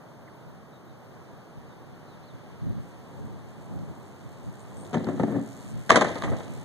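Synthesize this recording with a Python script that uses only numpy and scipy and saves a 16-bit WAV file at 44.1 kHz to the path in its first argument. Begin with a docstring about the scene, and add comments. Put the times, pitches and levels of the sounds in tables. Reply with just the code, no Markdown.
"""An empty asphalt lot by a warehouse, with light wind, far traffic and a few birds. A small bicycle
coasts past about 4 m from the microphone, tyres roaring and freewheel whirring. It drums up a ramp of
pallets and plywood, flies, and slams onto a loose board that bounces under both wheels; the warehouse
wall throws the landing back. The microphone is a camcorder's: two close ports, with stereo widening."""
import sys
import numpy as np
from scipy import signal
from scipy.fft import rfft, irfft
from scipy.io import wavfile
from scipy.ndimage import uniform_filter1d

SR = 44100
rng = np.random.default_rng(int(sys.argv[2]) if len(sys.argv) > 2 else 0)


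def put_to_file(sound):
    """Save the sound as 16-bit audio at rate SR, in the file named by the first command-line argument."""
    columns = np.atleast_2d(sound).T  # one column per channel
    safe = np.clip(columns, -1, 1)
    whole_steps = np.round(safe * 32767)
    wavfile.write(sys.argv[1], SR, whole_steps.astype(np.int16))


N = 292824
TIME, FREQS = np.arange(N) / SR, np.fft.rfftfreq(N, 1 / SR)
# the ride: a straight line past the microphone at a steady speed, with one jump
SPEED_M_PER_S, CLOSEST_M, CLOSEST_S = 6.0, 4.1, 5.97
COAST_FROM_S, LIFT_OFF_S, SLAP_S = 2.8, 5.38, 5.9054


def from_db(db):
    """Decibels to gain."""
    return 10 ** (np.asarray(db) / 20)

def unit_rms(x):
    """Scale to rms 1."""
    return x / np.sqrt(np.mean(x ** 2) + 1e-20)

def gains(spectrum):
    """Rows of f/Hz, level/dB as gains on the frequency grid."""
    hz, db = np.transpose(spectrum)
    return from_db(np.interp(np.log(FREQS + 1), np.log(hz), db))

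def colour(x, spectrum):
    """Shape by a smooth spectrum, keeping the power of white noise."""
    return irfft(rfft(x) * unit_rms(gains(spectrum)), N)

def cut(x, hz, kind, order=2):
    """Butterworth low- or high-pass."""
    return signal.sosfilt(signal.butter(order, min(hz, .45 * SR), kind, fs=SR, output="sos"), x + 1e-18)

def resonate(x, hz, width_hz):
    """One resonance that keeps the power of white noise."""
    radius = np.exp(-np.pi * width_hz / SR)
    feedback = [1, -2 * radius * np.cos(2 * np.pi * hz / SR), radius ** 2]
    return signal.lfilter(np.sqrt((1 - radius ** 2) / 2) * np.array([1, 0, -1]), feedback, x + 1e-18)

def add(track, s, sound):
    """Mix a short sound into a track at time s."""
    at = round(s * SR)
    track[at:at + len(sound)] += sound[:N - at]

def drift(per_s):
    """Random wandering with a spread of about 1."""
    return np.interp(TIME * per_s, np.arange(1024), rng.standard_normal(1024))

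def swells(rows):
    """A gain that rises and falls smoothly for each row of t/s, level/dB, half width/s."""
    return sum(from_db(db) * np.exp(-.5 * ((TIME - s) / width) ** 2) for s, db, width in rows)

def flurry(decay_ms):
    """A contact is a quickly dying flurry of tiny impacts, starting at rms 1."""
    fade = np.exp(-1000 * TIME[:SR // 8] / decay_ms)
    return unit_rms(rng.standard_normal(len(fade)) * fade) * np.sqrt(np.mean(fade ** 2))

def whistles(notes, waver_hz):
    """Gliding tones with an unsteady pitch."""
    track = np.zeros(N)
    for s, length, start_hz, end_hz, db in notes:
        along = np.linspace(0, 1, round(length * SR))
        waver = waver_hz * unit_rms(cut(rng.standard_normal(SR), 250, "low"))[:len(along)]
        pitch = start_hz + (end_hz - start_hz) * along + waver
        arch = np.sqrt(np.abs(np.sin(np.pi * along)))
        add(track, s, from_db(db) * arch * np.sin(2 * np.pi * np.cumsum(pitch) / SR))
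    return track

def at_ports(x, lag_s, left_db):
    """One source at the microphone: the right port lags; left_db is the left level over the right."""
    later = irfft(rfft(x) * np.exp(-2j * np.pi * FREQS * lag_s), N)
    return np.array([x, later]) * from_db([[left_db / 2], [-left_db / 2]])

# how much the ports differ in a diffuse field: f/Hz, side over mid/dB
PORT_SPREAD = [(30, -17), (70, -4), (130, -24), (300, -11.5), (600, -7), (1100, 1), (2000, 1), (15000, -6)]
def diffuse(spectrum, lag_s=0):
    """Noise from all around the microphone, at rms 1; a lag leans it to the right."""
    mid, side = rfft(rng.standard_normal((2, N)))
    spread = gains(PORT_SPREAD)
    later = np.exp(-2j * np.pi * FREQS * lag_s)
    ports = np.array([mid * later + spread * side, mid - spread * side]) / np.sqrt(1 + spread ** 2)
    return unit_rms(irfft(ports * gains(spectrum), N))


# traffic far from the lot: f/Hz, level/dB
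TRAFFIC_SPECTRUM = [(30, -26), (60, -14), (130, 6.5), (300, -0.5), (550, -3), (1100, -6), (1700, -12.5),
                    (2400, -21.5), (4000, -25.5), (7000, -29), (14000, -34)]
def traffic():
    """Distant roads merge into a low, nearly steady wash."""
    return from_db(-51.5 + .5 * drift(5.22)) * diffuse(TRAFFIC_SPECTRUM, lag_s=.00003)

# far bird calls: t/s, length/s, start f/Hz, end f/Hz, level/dB
BIRD_CALLS = [(.272, 0.021, 2300, 1600, -56), (.72, .06, 3850, 3800, -68), (.86, .07, 3800, 3780, -72),
              (1.69, .06, 3900, 3650, -71), (2.07, 0.089, 4350, 3600, -68), (2.225, .04, 3800, 4480, -68),
              (2.262, .06, 4600, 3360, -64)]
def birds():
    """Short chirps, far off to the left."""
    return at_ports(whistles(BIRD_CALLS, waver_hz=110), lag_s=.00006, left_db=5)

def camera_whine():
    """The camcorder's own thin tone, alike in both channels."""
    return from_db(-85) * unit_rms(resonate(rng.standard_normal(N), hz=14500, width_hz=100))

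# hiss of leaves and of grit: f/Hz, level/dB
HISS_SPECTRUM = [(500, -9), (1800, 11.5), (3600, 4.5), (7500, -7), (10000, -9), (15000, -32)]
def hiss():
    """Fine, bright noise from all around."""
    return diffuse(HISS_SPECTRUM)

# gusts on the microphone: t/s, level/dB, half width/s
GUST_SWELLS = [(1.58, -50, .015), (2.35, -55, 0.012), (2.68, -38.5, 0.043), (2.79, -46, 0.024),
               (3.26, -49, .06), (3.77, -44, .055), (3.9, -41.5, 0.011), (4.48, -45, 0.013),
               (5.77, -46, 0.031), (6.31, -37, 0.037), (6.55, -57, .04)]
# their rumble: f/Hz, level/dB
BUFFET_SPECTRUM = [(30, -29), (60, -12), (120, 1), (200, 1), (320, -10.5), (600, -32), (2000, -55)]
def wind():
    """Gusts and a fitful, freshening breeze buffet each port on its own; leaves swell once behind."""
    breeze = from_db(-71.5 + 2.5 * TIME + 6.5 * drift(15))
    buffeting = (breeze + swells(GUST_SWELLS)) * colour(rng.standard_normal((2, N)), BUFFET_SPECTRUM)
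    leaves = from_db(-65.5 - 4.5 * np.abs(TIME - 2.64)) * hiss()
    return buffeting + leaves

# scatter around the lot: f/Hz, level/dB
SCATTER_SPECTRUM = [(30, -25), (130, 4), (500, -1), (1500, 0.5), (4000, 2.5), (12000, -4.5)]
def lot_scatter(x, wet_db, t60_s, treble_t60_s):
    """Pallets, bank and trees return a diffuse tail; lows and treble each have their own decay."""
    noise = diffuse(SCATTER_SPECTRUM)
    low = cut(noise, 1500, "low", order=1)
    tail = low * from_db(-60 * TIME / t60_s) + (noise - low) * from_db(-60 * TIME / treble_t60_s)
    tail = tail[:, :SR] * (1 - np.exp(-TIME[:SR] / .0027))
    tail /= np.sqrt(np.sum(tail ** 2) / 2)
    return from_db(wet_db) * signal.fftconvolve(x[None], tail, axes=1)[:, :N]

# reflections off the warehouse: delay t/s, level/dB, treble edge f/Hz
WALL_ECHOES = [(.317, -26, 2280), (.375, -27.5, 1190)]
def warehouse_wall(x):
    """The distant wall returns the sound late, weak and dull."""
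    return sum(from_db(db) * cut(np.interp(TIME - s, TIME, x, left=0), hz, "low")
               for s, db, hz in WALL_ECHOES)

# hard edges striking: f/Hz, level/dB
CRACK_SPECTRUM = [(300, -30), (1500, 9), (2600, 0.5), (3700, 0), (4700, -7.5), (5600, -6), (7400, -4),
                  (9500, -15), (15000, -56)]
def crack(force):
    """The bright snap of a hard contact on stone, chain or wood."""
    return colour(force, CRACK_SPECTRUM)

# rubber on asphalt: f/Hz, level/dB
ROAR_SPECTRUM = [(30, -37), (100, 6), (250, 2.5), (700, -3.5), (1200, -11), (2400, -56), (6000, -50)]
# roar added on the run-up: t/s, level/dB re the steady roar, half width/s
ROAR_SURGES = [(3.22, 6, 0.14), (3.85, 2, 0.16), (4.87, -0.5, 0.083)]
def tyres(nearness, airborne_db, stones_per_s):
    """Rubber roars, grit hisses and small stones snap: more under the landing's load, less aloft."""
    load_db = 11.5 * np.exp(-np.abs(TIME - SLAP_S) / .35) * (TIME > SLAP_S)
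    in_air = uniform_filter1d(1.0 * ((TIME > LIFT_OFF_S) & (TIME < SLAP_S)), size=1000)
    roar = from_db(-47.5 + airborne_db * in_air) * (1 + swells(ROAR_SURGES)) * diffuse(ROAR_SPECTRUM)
    grit = from_db(-57.5 - 2.2 * in_air) * hiss()
    strikes = (rng.random(N) < stones_per_s / SR) * rng.standard_normal(N) * (1 - in_air)
    snaps = crack(signal.fftconvolve(strikes, flurry(decay_ms=.49))[:N])
    stones = at_ports(from_db(-47) * cut(snaps, 4000, "high"), lag_s=.00004, left_db=0)
    return nearness * from_db(load_db) * (roar + grit + stones)

# ring of the pawls in the hub: f/Hz, level/dB
PAWL_SPECTRUM = [(1000, -26), (4000, -4), (6300, 1.5), (7600, 11), (9500, -0.5), (12000, 0), (15000, -42)]
def freewheel(clicks_per_m, uneven_db, wobble):
    """The pawls click unevenly over the ratchet as the rider coasts; the rings overlap into a whirr."""
    per_s = clicks_per_m * SPEED_M_PER_S
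    teeth_passed = np.cumsum(per_s * (1 + wobble * drift(40))) / SR
    since_click = teeth_passed % 1 / per_s
    strength = from_db(uneven_db * drift(per_s) + 1.4 * drift(23)) * (TIME > COAST_FROM_S)
    clicks = rng.standard_normal(N) * np.exp(-since_click / .0044)
    return strength * unit_rms(colour(clicks, PAWL_SPECTRUM))

# squeaks on the run-up: t/s, length/s, start f/Hz, end f/Hz, level/dB
SQUEAK_GLIDES = [(4.606, 0.035, 8260, 9200, -64), (4.753, 0.098, 8100, 8850, -57.5)]
def squeaks():
    """Two thin, rising squeaks as the bicycle nears the ramp."""
    return whistles(SQUEAK_GLIDES, waver_hz=130)

# light metallic ticks; the one at 6.222 s falls on the wall's return of the slap: t/s, relative level/dB
CHAIN_TICKS = [(3.79, -52), (4.2092, -55), (4.851, -45), (4.8654, -50), (4.9816, -44.5), (5.0446, -40),
               (6.1555, -38), (6.186, -38), (6.222, -34), (6.4004, -42.5)]
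def ticks(gain_db, decay_ms):
    """Light contacts ring briefly in the metal of chain and frame."""
    force = np.zeros(N)
    for s, db in CHAIN_TICKS:
        add(force, s, from_db(db + gain_db) * flurry(decay_ms))
    return .65 * resonate(force, 3800, 810) + .35 * resonate(force, 4200, 2700)

def chain_rattle(level_db, fall_db_per_s, count):
    """The jolt of the landing leaves the chain chattering, ever more softly."""
    force = np.zeros(N)
    for after_s, size_db in rng.uniform([.1, -6], [.6, 0], (count, 2)):
        strength = from_db(level_db + size_db - fall_db_per_s * after_s)
        add(force, SLAP_S + after_s, strength * flurry(decay_ms=1.0))
    return cut(crack(force), 2950, "high")

def timber(blows, modes, low_hz, crack_db, cushion_db, vary_db=1.4):
    """Each blow shares its energy anew among the modes; soft rubber dulls it. Returns body and crack."""
    body, edge_force = np.zeros((2, N))
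    for s, blow_db, hardness, crunch_ms in blows:
        ring = 0
        for hz, width, db in modes:
            force = flurry(crunch_ms)
            share = from_db(db + vary_db * rng.standard_normal())
            ring = ring + share * np.std(force) * unit_rms(resonate(force, hz, width))
        treble_edge_hz = 343 * 2 ** (2.5 * hardness)  # harder contacts are brighter
        add(body, s, from_db(blow_db) * cut(ring, treble_edge_hz, "low", order=1))
        add(edge_force, s, from_db(blow_db + crack_db - cushion_db * (1 - hardness)) * flurry(crunch_ms))
    return cut(cut(body, low_hz, "high"), 3400, "low"), crack(edge_force)

def slats(from_s, to_s, level_db, hardness, crunch_ms, count):
    """Small blows, about evenly spaced, as the tyres cross the slats."""
    times = np.linspace(from_s, to_s, count)
    return [(s + .006 * late, level_db + 2 * size, hardness, crunch_ms)
            for s, (late, size) in zip(times, rng.standard_normal((count, 2)))]

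# wheels and loose planks on the ramp: t/s, level/dB, hardness/0-1, crunch decay/ms
RAMP_BLOWS = [(4.931, -27, 1, 6.8), (4.937, -25, 1, 4.4), (4.9422, -16.5, 0.78, 10),
              (4.9695, -16.5, 0.42, 5.3), (5.069, -20.5, 0.5, 5.8), (5.0855, -20, 0.5, 10),
              (5.197, -16.5, 0.47, 8.3), (5.224, -19, 0, 6.9), (5.2335, -14.5, 0.42, 5.1),
              (5.277, -22.5, 0.0, 11), (5.304, -24, 0, 17.5), (5.3445, -20.5, 0, 6.9),
              (5.362, -21.5, 0.1, 11)]
# resonances of the pallet stack: f/Hz, width/Hz, level/dB
PALLET_MODES = [(124, 17, -9), (175, 23, -5), (226.5, 33, -5.5), (277, 34, -4.5), (368.4, 24, -9),
                (499, 60, -16), (595, 31, -13.5), (714, 30, -18), (1110, 300, -36), (1780, 72, -19),
                (1970, 63, -23.5)]
def takeoff_ramp():
    """The wheels drum up the pallets and plywood. Returns body and crack."""
    drumming = slats(from_s=5.0, to_s=5.39, level_db=-32, hardness=.45, crunch_ms=16.8, count=12)
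    return timber(RAMP_BLOWS + drumming, PALLET_MODES, low_hz=102, crack_db=-17.5, cushion_db=24.5)

def bounces(from_s, first_hop_s, level_db, hardness, crunch_ms, count):
    """The board hops to rest, each blow quicker, weaker and softer than the last."""
    times = [from_s + first_hop_s * sum(.8 ** np.arange(k)) for k in range(count)]
    return [(s, level_db - 2.5 * k, hardness * .7 ** k, crunch_ms) for k, s in enumerate(times)]

# air squeezed from under the board: f/Hz, width/Hz, level/dB
SQUEEZED_AIR_MODES = [(45, 50, -24), (677, 64, -4), (1144, 94, 0.5), (1730, 570, 0)]
def slap(gain_db):
    """One sharp pulse as the board closes flat on the asphalt."""
    pulse = np.zeros(N)
    pulse[round(SLAP_S * SR)] = from_db(gain_db)
    ring = sum(from_db(db) * resonate(pulse, hz, width) for hz, width, db in SQUEEZED_AIR_MODES)
    return cut(ring, 2250, "low")

# wheels and frame on the board: t/s, level/dB, hardness/0-1, crunch decay/ms
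BOARD_BLOWS = [(5.894, -25, .9, 5.4), (5.901, -17.5, 1.0, 3.9), (5.915, -19.5, 0.83, 15),
               (5.944, -18.5, 0.53, 6.2), (5.957, -17, 0.92, 12.5), (5.971, -13.5, 0.53, 7.9),
               (6.0105, -16.5, 0.76, 5.7), (6.018, -19, 0.75, 7.3), (6.156, -34, 0.69, 14),
               (6.236, -30.5, 0.75, 20), (6.316, -33, .25, 29), (6.404, -38, 0.74, 6.2)]
# resonances of the board: f/Hz, width/Hz, level/dB
LOOSE_BOARD_MODES = [(132, 34, -24), (217, 47, -6.5), (305, 38, -7), (381, 34, -9.5), (465, 38, -6),
                     (560, 70, -7.5), (654, 48, -5), (803, 85, -8), (1040, 41, -10.5), (1248, 64, -10),
                     (1380, 91, -18), (1530, 120, -19), (1806, 85, -8.5), (2000, 95, -4.5),
                     (2180, 390, -11)]
def landing_board():
    """Both wheels slam onto the loose board, about 4 m from the microphone. Returns body and crack."""
    hops = bounces(from_s=6.045, first_hop_s=.025, level_db=-25, hardness=.78, crunch_ms=8.4, count=5)
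    body, edges = timber(BOARD_BLOWS + hops, LOOSE_BOARD_MODES, low_hz=61, crack_db=1.0, cushion_db=44)
    return body + slap(gain_db=11.5), edges


def scene():
    """The lot and the passing bicycle at the two microphone ports."""
    nearness = CLOSEST_M / np.hypot(CLOSEST_M, SPEED_M_PER_S * (TIME - CLOSEST_S))
    ramp, ramp_crack = takeoff_ramp()
    board, board_crack = landing_board()
    hub = from_db(-62) * nearness * freewheel(clicks_per_m=16, uneven_db=2.0, wobble=.35)
    metal = ticks(gain_db=-2.5, decay_ms=1.3)
    metal += chain_rattle(level_db=-28, fall_db_per_s=26, count=24) + squeaks()
    direct = (at_ports(ramp, lag_s=.00013, left_db=-.5)
              + at_ports(board, lag_s=.00014, left_db=.3)
              + at_ports(ramp_crack + board_crack, lag_s=.00004, left_db=8)
              + at_ports(hub, lag_s=.000033, left_db=-8.5)
              + at_ports(metal, lag_s=.00003, left_db=-6.5))
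    reflected = (at_ports(warehouse_wall(board + board_crack), lag_s=.00006, left_db=7)
                 + lot_scatter(ramp + ramp_crack, wet_db=-8.5, t60_s=.52, treble_t60_s=.9)
                 + lot_scatter(board + board_crack, wet_db=-13, t60_s=.6, treble_t60_s=.59))
    background = traffic() + birds() + camera_whine()
    rolling = tyres(nearness, airborne_db=-6.5, stones_per_s=27)
    return background + wind() + reflected + rolling + direct

def record(dry):
    """The camcorder widens: each side subtracts the other, delayed. Peaks clip and the top is cut."""
    lag_samples = 17
    opposite = np.pad(dry[::-1], ((0, 0), (lag_samples, 0)))[:, :N]
    wide = dry - .96 * opposite
    zero, pole = np.exp(-2 * np.pi * np.array([430, 42]) / SR)
    shelved = signal.lfilter([1, -zero], [1, -pole], wide)  # restores the bass lost in widening
    top_cut = signal.ellip(10, .1, 70, 15000, fs=SR, output="sos")
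    return signal.sosfilt(top_cut, np.clip(shelved, -1, 1))


dry = scene()
out = record(dry)
put_to_file(out)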